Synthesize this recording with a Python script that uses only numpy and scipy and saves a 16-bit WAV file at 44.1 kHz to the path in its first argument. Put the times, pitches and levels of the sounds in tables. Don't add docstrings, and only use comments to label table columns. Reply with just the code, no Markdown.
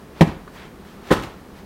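import sys
import numpy as np
from scipy import signal
from scipy.fft import rfft, irfft, next_fast_len
from scipy.io import wavfile
from scipy.ndimage import map_coordinates

SR = 44100
rng = np.random.default_rng(int(sys.argv[2]) if len(sys.argv) > 2 else 0)


def unload_wav(signal):
    wavfile.write(
        sys.argv[1],
        SR,
        np.round(np.clip(np.atleast_2d(signal).T, -1, 1) * 32767).astype(np.int16),
    )


N = 72765

# frequency in Hz, relative level in dB.
HUM_SPECTRUM = [(12, -42), (20, -10), (70, -0.5), (103, -9.5), (185, 0.5), (324, -6.5), (382, -4),
                (631, -13), (686, -13.5), (1160, -16), (1270, -16.5), (1580, -20.5), (1770, -18.5),
                (1920, -22.5), (2760, -27), (4190, -30), (4550, -30.5), (7110, -35.5), (15500, -37.5)]
SWISH_SPECTRUM = [(150, -24), (500, 4.5), (1200, 4.5), (2000, 0.5), (3500, -4.5), (6000, -13), (10000, -23),
                  (16000, -24)]
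CRACKLE_SPECTRUM = [(800, -18), (2200, 4.5), (3700, 5.5), (5200, -0.5), (8000, -4), (11000, -9),
                    (16000, -12.5)]
FLOP_SPECTRUM = [(300, 4.5), (900, 0), (2000, -7.5), (4000, -13), (8000, -27.5), (16000, -37)]
THUD_SPECTRUM = [(20, -33), (45, -1), (65, 5), (95, -10.5), (120, 1), (160, 0), (220, -8.5), (300, 4.5),
                 (500, -22), (1500, -76)]
TICK_SPECTRUM = [(200, -15), (700, 6), (1200, 19), (2500, -4), (4200, -6), (7000, -27), (16000, -41)]
DRAG_SPECTRUM = [(500, -25), (1300, -3), (2000, 2.5), (2600, -2), (3400, -5.5), (4500, -12), (7000, -21.5),
                 (16000, -45)]
# peak time, rise width and fall width in seconds, level in dB,
# treble tilt in dB per octave.
SWISH_EVENTS = [(.2, 0.033, 0.023, -45, 0.5), (.555, 0.02, 0.034, -51, 5), (.62, 0.065, 0.042, -47, -2),
                (.87, 0.023, .09, -52, 2.5), (1.106, 0.043, .02, -40.5, 1.5),
                (1.27, 0.15, .055, -42.5, -8.5), (1.588, .03, 0.018, -51, 3.5)]
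# start, rise, slap hold and slap T60 in seconds, slap level in dB,
# boom hold at 167 Hz, crackle rise and crackle hold in seconds, crackle level in dB.
BLOW_EVENTS = [(.2083, .002, 0.0081, 0.067, -11, 0.018, 0.00067, 0.0017, -27),
               (1.104, 0.0077, .014, .1, -13.5, .014, 0.015, 0.017, -29.5)]
# frequency in Hz, relative dB at the first, at the second.
SLAP_SPECTRA = [(119, -30, -26), (273, 8, 0.5), (456, -1, 7), (654, 2.5, -6), (1080, -7, -0.5),
                (1500, -17, -5), (1783, -5, -3), (2650, -16.5, -19.5), (3660, -19, -17), (5130, -28, -33.5),
                (8700, -42, -36), (16000, -64, -55)]
# frequency in Hz, level in dB at the first spot, at the second.
FUTON_MODES = [(59.3, -35, -24), (91.3, -18, -24), (164.8, -3.5, -14), (222.3, -13, -16.5),
               (318.4, -16, -13.5), (404, -19, -15.5), (511, -32, -12.5), (615, -24, -39),
               (786, -18, -45.5), (923, -19.5, -39), (1035, -53, -23)]
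# frequency in Hz, level in dB after the first blow, after the second.
ROOM_BOOM_MODES = [(158, -24, -40), (182, -31, -43), (223, -34, -33), (297, -34, -37)]
# frequency in Hz, T60 in seconds.
TAIL_T60_S = [(60, 0.62), (160, 0.28), (500, 0.31), (2000, .38), (6000, 0.42), (15000, 0.16)]
# frequency in Hz, gain in dB.
TAIL_GAIN_DB = [(50, -5.5), (160, -15.5), (400, -13), (600, -10.5), (1200, -5.5), (4000, -13.5),
                (15000, -6.5)]
# start in seconds, level in dB.
FLICK_EVENTS = [(0.2101, -24), (0.2165, -31), (.263, -45), (0.276, -40), (1.112, -27.5), (1.124, -25),
                (1.2236, -34), (1.236, -33)]
# start, rise, hold and T60 in seconds, cloth level in dB,
# treble tilt in dB per octave, thud level in dB.
FLOP_EVENTS = [(0.268, 0.0068, 0.0058, 0.34, -32, -1, -29), (1.143, 0.0054, .02, 0.51, -30, 1, -31.5),
               (1.228, 0.0019, 0.015, 0.14, -35, 2, -34)]


def amp(db):
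    return 10 ** (np.asarray(db) / 20)


def along(points, hz):
    knots_hz, values = np.transpose(points)
    return np.interp(np.log(hz + 1), np.log(knots_hz + 1), values)


def since(start_s):
    return np.maximum(np.arange(N) / SR - start_s, 0)


def filtered(x, response):
    size = next_fast_len(N + SR // 2)
    return irfft(rfft(x, size) * response(np.fft.rfftfreq(size, 1 / SR)), size)[:N]


def noise(spectrum, tilt_db=0, grain_db=0):
    time_ms = np.arange(N) * 1000 / SR
    grains = amp(grain_db * map_coordinates(rng.standard_normal(N), [time_ms], order=1))
    colour = lambda hz: amp(along(spectrum, hz) + tilt_db * np.log2(1 + hz / 1000))
    x = filtered(rng.standard_normal(N) * grains, colour)
    return x / np.sqrt(np.mean(x ** 2) + 1e-20)


def ring(hz):
    return np.sin(2 * np.pi * (hz * since(0) + rng.random()))


def envelope(start_s, rise_s, hold_s, t60_s):
    attack = np.minimum(since(start_s) / max(rise_s, 1e-4), 1)
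    return attack * amp(-60 * since(start_s + rise_s + hold_s) / t60_s)


def hum(level_db=-42):
    return amp(level_db) * noise(HUM_SPECTRUM)


def swishes():
    t = since(0)
    out = np.zeros(N)
    for peak_s, rise_s, fall_s, db, tilt_db in SWISH_EVENTS:
        width_s = np.where(t < peak_s, rise_s, fall_s)
        swell = np.exp(-((t - peak_s) / width_s) ** 2 / 2)
        out += amp(db) * swell * noise(SWISH_SPECTRUM, tilt_db, grain_db=1)
    return out


def blows():
    out = np.zeros(N)
    for spot, (start_s, rise_s, slap_hold_s, slap_t60_s, slap_db, boom_hold_s,
               crackle_rise_s, crackle_hold_s, crackle_db) in enumerate(BLOW_EVENTS):
        slap_spectrum = [(hz, spot_db[spot]) for hz, *spot_db in SLAP_SPECTRA]
        slap = amp(slap_db) * noise(slap_spectrum, grain_db=3.5)
        out += slap * envelope(start_s, rise_s, slap_hold_s, slap_t60_s)
        crackle = amp(crackle_db) * noise(CRACKLE_SPECTRUM, grain_db=1.5)
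        out += crackle * envelope(start_s, crackle_rise_s, crackle_hold_s, t60_s=0.092)
        for hz, *spot_db in FUTON_MODES:
            hold_s = boom_hold_s * (167 / hz) ** 0.22
            out += amp(spot_db[spot]) * ring(hz) * envelope(start_s, rise_s, hold_s, t60_s=0.053)
    return out


def room_boom():
    out = np.zeros(N)
    for spot, (start_s, *_) in enumerate(BLOW_EVENTS):
        swell = envelope(start_s, rise_s=0.025, hold_s=0.056, t60_s=0.2)
        for hz, *spot_db in ROOM_BOOM_MODES:
            out += amp(spot_db[spot]) * ring(hz) * swell
    return out


def room_tail(x, build_s=0.0099):
    hz, t, spectra = signal.stft(rng.standard_normal(SR // 2), SR, nperseg=512)
    t60_s = along(TAIL_T60_S, hz)[:, None]
    unit_energy = np.sqrt(2 * np.log(1000) / (t60_s * SR))
    gain = amp(along(TAIL_GAIN_DB, hz))[:, None] * unit_energy
    tail = signal.istft(spectra * gain * amp(-60 * t / t60_s), SR, nperseg=512)[1]
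    tail *= np.minimum(np.arange(len(tail)) / SR / build_s, 1)
    return signal.fftconvolve(x, tail)[:N]


def flicks():
    return sum(amp(db) * noise(CRACKLE_SPECTRUM)
               * envelope(start_s, rise_s=0.00043, hold_s=0, t60_s=0.014)
               for start_s, db in FLICK_EVENTS)


def flops():
    out = np.zeros(N)
    for start_s, rise_s, hold_s, t60_s, cloth_db, tilt_db, thud_db in FLOP_EVENTS:
        cloth = amp(cloth_db) * noise(FLOP_SPECTRUM, tilt_db, grain_db=2)
        thud = amp(thud_db) * noise(THUD_SPECTRUM)
        out += (cloth + thud) * envelope(start_s, rise_s, hold_s, t60_s)
    return out


def frame_tick(level_db=-37):
    knock = envelope(start_s=0.477, rise_s=0.00047, hold_s=0, t60_s=0.06)
    return amp(level_db) * noise(TICK_SPECTRUM) * knock


def drag(level_db=-47):
    slide = envelope(start_s=0.5315, rise_s=0.043, hold_s=0.079, t60_s=0.22)
    return amp(level_db) * noise(DRAG_SPECTRUM, grain_db=2.5) * slide


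def scene():
    impacts = blows() + flops() + flicks() + frame_tick()
    return (impacts + room_tail(impacts) + room_boom() + swishes() + drag() + hum())[None]


def record(dry):
    low_cut_hz, top_hz = 23, 15900
    ceiling, hardness = 1.03, 19
    x = signal.sosfilt(signal.butter(2, low_cut_hz, "high", fs=SR, output="sos"), dry[0])
    clipped = x / (1 + np.abs(x / ceiling) ** hardness) ** (1 / hardness)
    return filtered(clipped, lambda hz: hz < top_hz)[None]


dry = scene()
out = record(dry)
unload_wav(out)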